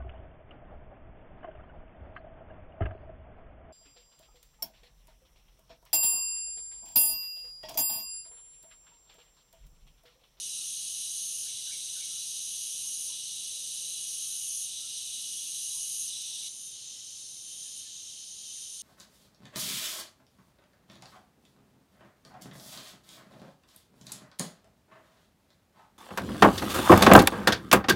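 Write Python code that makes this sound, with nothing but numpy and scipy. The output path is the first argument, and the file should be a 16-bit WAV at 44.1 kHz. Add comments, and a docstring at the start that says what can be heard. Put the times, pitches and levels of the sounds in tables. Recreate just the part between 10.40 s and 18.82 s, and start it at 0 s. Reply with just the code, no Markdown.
"""Forest: a near cicada buzzes in swells, throbbing as each builds, until a cut at 6.08 s, then farther
ones swell over a steady chorus; distant chirps, hoots and plain notes over quiet air.
Cicadas are noise ringing body resonances, the near one's swell and belly pulsed by the buckling drum;
birds are gliding sines blurred by leaf echoes; air is shaped noise."""
import sys
import numpy as np
from scipy import signal
from scipy.fft import rfft, irfft
from scipy.io import wavfile
from scipy.ndimage import uniform_filter1d

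SR = 44100
rng = np.random.default_rng(int(sys.argv[2]) if len(sys.argv) > 2 else 0)


def inscribe(sig):
    """Save sig as 16-bit PCM at rate SR to the path in sys.argv[1].

    A 1-D sig is mono; a 2-D sig holds one channel per row.
    Samples are clipped to [-1, 1] before scaling.
    """
    pcm = np.round(np.clip(np.atleast_2d(sig).T, -1, 1) * 32767)
    wavfile.write(sys.argv[1], SR, pcm.astype(np.int16))


def makeup_ratio(level_db):
    """Linear amplitude ratio for a level in decibels (20 dB per factor of ten)."""
    decades = np.asarray(level_db, float) / 20
    return 10 ** decades


N = 371322
HZ, T = np.arange(N // 2 + 1) * SR / N, np.arange(N) / SR
CUT_S = 6.08   # near cicada ends, far singers reach full level


def near_cicada():
    """Effort slows the buckling, speeds then smooths the throb; the belly chokes late in a swell."""
    # swells, each building from the last break; row 1 sets start and floor: break_s, start_db, peak_db
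    near_swells = [(-.5, -46, -38), (1.04, -43.5, -38), (2.67, -44.5, -38.3), (4.23, -45, -37),
                   (5.63, -46.5, -36.5), (7.2, -49, -36)]
    # resonances of the swell: centre_hz, width_hz, relative_db
    swell_body = [(6345, 610, -0.5), (6730, 420, -4.5), (8550, 180, -5.5), (9100, 390, -1.5),
                  (9750, 610, -1.5), (10350, 700, -7.5), (11030, 730, -6.5), (11900, 680, -14),
                  (12500, 600, -25), (13500, 400, -40)]
    # resonances of the belly: centre_hz, width_hz, relative_db
    belly_body = [(3960, 280, 0), (3800, 260, -4)]
    # resonances heard at low effort, lower belly tones and a 6.1 kHz buzz: centre_hz, width_hz, relative_db
    low_effort_body = [(3510, 220, 0), (3700, 380, 0.86), (6100, 530, 0.19)]
    # resonances of the drone: centre_hz, width_hz, relative_db
    drone_body = [(2340, 120, -35.5), (2602, 200, -11), (2970, 328, -0.5), (3340, 410, -2.5),
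                  (4360, 320, -2), (5030, 770, -2), (5810, 450, 2.5), (6170, 400, 1.5), (7460, 590, -5.5),
                  (8090, 470, -4.5), (8650, 990, 1), (15000, 450, -29)]
    # trunk echoes adding up at some pitches: centre_hz, lift_db
    near_path = [(2939, 5.7), (3682, 3.2), (3951, 5.0), (4005, 4.4), (4338, 5.9), (5501, 3.5), (5555, 3.4),
                 (5641, 3.0), (5781, 5.6), (5824, 3.8), (5867, 4.7), (6126, 3.5), (6363, 4.3), (6438, 4.0),
                 (6503, 4.4), (6589, 3.8), (6944, 3.2), (7859, 4.4), (7924, 4.6), (8387, 3.2), (8430, 4.0),
                 (8570, 4.6), (8699, 4.2), (9033, 4.4), (9334, 4.0), (9496, 5.4), (9593, 5.6), (9754, 3.0),
                 (10605, 3.9), (11068, 3.3)]
    slack_db, taut_db = -46, -37
    belly_db, belly_choke_db = -52, 5.5
    drone_db, drone_yield_db = -42.5, 0.8

    effort_db, progress = swells(near_swells, build_power=1.1, break_db_per_s=99)
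    strain = np.clip((effort_db - slack_db) / (taut_db - slack_db), 0, 1)
    buckles_per_s = 268 - 19 * strain ** 2.5
    throb_hz = 23 + 8 * strain
    throb = np.cos(2 * np.pi * np.cumsum(throb_hz) / SR)
    throb_db = 1.65 * (1 - strain ** 2) * throb
    swell = body(buckling(buckles_per_s, depth=.27), swell_body) * makeup_ratio(effort_db + throb_db)

    hum = buckling(buckles_per_s, depth=.42)
    # the low-effort resonances fade as effort rises
    belly = body(hum, belly_body) + makeup_ratio(3 - 13 * strain) * body(hum, low_effort_body)
    choke = uniform_filter1d(progress, size=SR // 20) ** 6.6
    waver_db = .5 * drift(2.6) + .5 * drift(10.0)
    belly = belly * makeup_ratio(belly_db - belly_choke_db * choke + waver_db)

    drone = makeup_ratio(drone_db - drone_yield_db * choke) * crowd(drone_body, patchy_db=0.64)
    cut = np.exp(-np.maximum(T - CUT_S, 0) / 0.0047)
    return path((swell + belly + drone) * cut, near_path, width_hz=21.4)


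def far_cicadas():
    """Distance and numbers blur the single bursts into a smooth buzz."""
    # swells of one farther cicada; row 1 sets start and floor: break_s, start_db, peak_db
    far_swells = [(5.2, -70, -60), (6.27, -56, -44.5), (7.39, -56, -44.5), (8.45, -58.5, -44.5)]
    # resonances of the farther cicada: centre_hz, width_hz, relative_db
    far_body = [(6160, 540, 2.5), (6920, 430, -3.5), (8580, 520, -4.5), (9100, 800, -0.5), (9660, 660, 1.5),
                (10600, 660, -7), (11300, 710, -10), (12160, 600, -19), (13000, 820, -49),
                (15100, 830, -31)]
    # resonances of the chorus: centre_hz, width_hz, relative_db
    chorus_body = [(2620, 190, -20), (3125, 480, -3.5), (3730, 420, -3.5), (4140, 770, -5),
                   (4770, 420, -8.5), (5400, 640, -5), (6100, 470, 0), (6610, 630, -1), (7360, 910, -9),
                   (8770, 920, -9), (8560, 500, -8.5), (10270, 570, -22), (11650, 1400, -22.5)]
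    # trunk echoes adding up at some pitches: centre_hz, lift_db
    far_path = [(3660, 4.4), (3714, 4.2), (4834, 5.7), (4963, 4.6), (5264, 4.6), (5458, 5.7), (5523, 4.4),
                (5857, 4.5), (6158, 3.9), (6212, 5.4), (6319, 5.8), (6589, 5.6), (6686, 3.9), (6890, 3.5),
                (6933, 7.5), (7256, 7.2), (8548, 4.4), (9194, 6.7), (10206, 5.0), (10626, 6.1)]
    chorus_db = -47
    before_cut_db, ramp_s = -6.5, .04

    swell_db, _ = swells(far_swells, build_power=0.86, break_db_per_s=97)
    swell = makeup_ratio(swell_db + 0.78 * drift(8.3)) * body(rng.standard_normal(N), far_body)
    chorus = makeup_ratio(chorus_db + .6 * drift(3.0)) * crowd(chorus_body, patchy_db=1)
    # far singers sit lower before the cut, at full level after it
    level_db = before_cut_db * np.clip((CUT_S - T) / ramp_s, 0, 1)
    return path((swell + chorus) * makeup_ratio(level_db), far_path, width_hz=24)


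def swells(rows, build_power, break_db_per_s):
    """Effort in dB and progress 0-1: each swell builds to its peak, then breaks off fast into the next."""
    floor_db = float(rows[0][1])
    effort_db, progress = np.full(N, floor_db), np.zeros(N)
    for (start_s, _, _), (break_s, low_db, peak_db) in zip(rows, rows[1:]):
        part = np.clip((T - start_s) / (break_s - start_s), 0, 1)
        build_db = low_db + (peak_db - low_db) * part ** build_power
        level_db = build_db - break_db_per_s * np.maximum(T - break_s, 0)
        effort_db = np.maximum(effort_db, np.where(T >= start_s, level_db, -np.inf))
        progress = np.where(T >= start_s, part, progress)
    return effort_db, progress


def buckling(per_s, depth):
    """Noise pulsed by the drum membrane: one burst each time it buckles."""
    turn = np.cumsum(per_s * (1 + 0.0041 * drift(7.4))) / SR
    return rng.standard_normal(N) * (1 + depth * np.cos(2 * np.pi * turn))


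def crowd(modes, patchy_db):
    """Unrelated buzz in each resonance, each waxing and waning on its own."""
    total = np.zeros(N)
    for mode in modes:
        _, width_hz, level_db = mode
        level = makeup_ratio(level_db + patchy_db * drift(3.4)) * np.sqrt(width_hz)
        total += level * body(rng.standard_normal(N), [mode])
    return rms_one(total)


def body(drive, modes):
    """The drive rings every resonance twice over, so the valleys stay dark."""
    power = sum(makeup_ratio(2 * db) / (1 + (2 * (HZ - hz) / width_hz) ** 2) ** 2 for hz, width_hz, db in modes)
    return rms_one(irfft(rfft(drive) * np.sqrt(power), N))


def path(x, lifts, width_hz):
    """Narrow lifts from trunk echoes, and a faint fixed scatter from the leaves."""
    lift_db = sum(db / (1 + (2 * (HZ - hz) / width_hz) ** 2) for hz, db in lifts)
    scatter = rng.standard_normal(N) * np.exp(-T / .03) * (T > .006)
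    scatter *= makeup_ratio(-10) / np.sqrt(np.sum(scatter ** 2))
    return irfft(rfft(x) * makeup_ratio(lift_db) * (1 + rfft(scatter)), N)


def birds():
    """Raspy chirps from deep in the leaves, one bird's low hoots, and plainer far notes."""
    # arching chirps, a falling grace note first; levels before rasp and echo: start_s, grace_db, arch_db
    chirp_rows = [(1.060, -80, -60), (1.297, -69, -52), (1.585, -67, -54), (6.012, -86, -64)]
    # low hoots, before waver and echo: start_s, length_s, level_db
    hoot_rows = [(.90, 0.17, -79), (1.30, 0.087, -76.5), (2.29, .10, -74), (2.62, .08, -75),
                 (3.10, 0.21, -75), (3.40, .12, -75), (3.70, .09, -74)]
    # plain far notes, before waver and echo: start_s, length_s, from_hz, to_hz, level_db
    note_rows = [(.15, .14, 1310, 1330, -77), (1.15, .06, 2070, 2070, -71), (1.685, .105, 1330, 1350, -71),
                 (2.44, .05, 990, 990, -75), (2.695, .05, 1010, 975, -67), (2.735, .018, 1480, 1420, -71),
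                 (3.82, .07, 1340, 1260, -75), (3.88, .11, 1460, 1470, -75), (4.40, .09, 1310, 1370, -72),
                 (5.33, .09, 1000, 960, -70), (5.76, .04, 860, 860, -71), (5.845, .25, 860, 910, -73),
                 (6.14, .04, 900, 900, -73), (6.54, .07, 2070, 1990, -71), (6.96, .025, 2200, 2160, -71),
                 (7.23, .07, 1810, 1690, -76), (7.455, .03, 1790, 1770, -72), (8.15, .065, 2400, 1500, -70),
                 (8.37, .05, 1380, 1420, -77)]
    hoot_hz, grace_s = 520, .038

    chirps = np.zeros(N)
    for start_s, grace_db, arch_db in chirp_rows:
        chirps += whistle(start_s - grace_s, grace_s, 1760, 1480, grace_db)
        chirps += arch(start_s, arch_db)
    rasp = 1 + .6 * drift(160)
    hoots = sum(whistle(start_s, length_s, hoot_hz, hoot_hz, db) for start_s, length_s, db in hoot_rows)
    notes = sum(whistle(*note) for note in note_rows)
    waver = makeup_ratio(2 * drift(25))
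    return trees(chirps * rasp, 0, -3) + trees((notes + hoots) * waver, -9, -9)


def arch(start_s, db):
    """A sine that rises quickly, bends over and falls back."""
    # one arch, pitch before warble: after_start_s, pitch_hz, relative_db
    arch_rows = [(0, 1380, -14), (.006, 1620, -11), (.016, 2150, -9), (.024, 2340, -3), (.032, 2270, 0),
                 (.041, 2170, -3), (.052, 2120, -18)]
    after_s, hz, shape_db = np.transpose(arch_rows)
    pitch_hz = np.interp(T - start_s, after_s, hz) * (1 + .008 * WARBLE)
    level = makeup_ratio(db + np.interp(T - start_s, after_s, shape_db, left=-np.inf, right=-np.inf))
    return level * np.sin(2 * np.pi * np.cumsum(pitch_hz) / SR)


def whistle(start_s, length_s, from_hz, to_hz, db):
    """A slightly unsteady sine that glides, fastest at first, swells and fades."""
    out = np.zeros(N)
    span = slice(int(start_s * SR), int((start_s + length_s) * SR))
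    part = np.clip((T[span] - start_s) / length_s, 0, 1)
    glide_hz = to_hz + (from_hz - to_hz) * (1 - part) ** 2
    pitch_hz = glide_hz * (1 + .012 * WARBLE[span])
    envelope = np.abs(np.sin(np.pi * part)) ** 0.25
    out[span] = makeup_ratio(db) * envelope * np.sin(2 * np.pi * np.cumsum(pitch_hz) / SR)
    return out


def trees(x, close_db, trail_db):
    """Blur from close leaves and a diffuse trailing echo: decaying noise as impulse responses."""
    decay_s = np.array([[.014], [.1]])
    close, trail = rng.standard_normal((2, SR)) * np.exp(-T[:SR] / decay_s)
    echo = makeup_ratio(close_db) * close / np.sqrt(np.sum(close ** 2))
    echo += makeup_ratio(trail_db) * trail / np.sqrt(np.sum(trail ** 2))
    return x + signal.fftconvolve(x, echo)[:N]


def air():
    """Soft rumble and hiss under everything: shaped noise, nearly steady."""
    # spectrum of the air: pitch_hz, relative_db (per Hz)
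    air_rows = [(12, -20), (20, -23), (43, -10.5), (85, -0.5), (119, 1), (529, -8.5), (1220, -15),
                (1960, -18), (2300, -18), (2990, -4.5), (5060, -120)]
    hz, db = np.transpose(air_rows)
    colour = makeup_ratio(np.interp(np.log(HZ + 1), np.log(hz), db))
    level_db = -68 + .4 * drift(3)
    return makeup_ratio(level_db) * rms_one(irfft(rfft(rng.standard_normal(N)) * colour, N))


def drift(rate_hz):
    """Low-passed noise of rms 1, changing about rate_hz times a second."""
    return rms_one(irfft(rfft(rng.standard_normal(N)) / (1 + (HZ / rate_hz) ** 2), N))


def rms_one(x):
    """Scale to rms 1."""
    return x / np.sqrt(np.mean(x ** 2) + 1e-20)


WARBLE = drift(58.0)   # fast unsteadiness of a bird's pitch


def scene():
    """All singers and the air, summed to mono."""
    return (near_cicada() + far_cicadas() + birds() + air())[None]


def low_pass(x):
    """Removes everything above the highest recorded frequency."""
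    return signal.sosfilt(signal.butter(12, 15640, fs=SR, output="sos"), x)


def record(dry):
    """The finished mix, as delivered."""
    return low_pass(dry)


dry = scene()
out = record(dry)
inscribe(out)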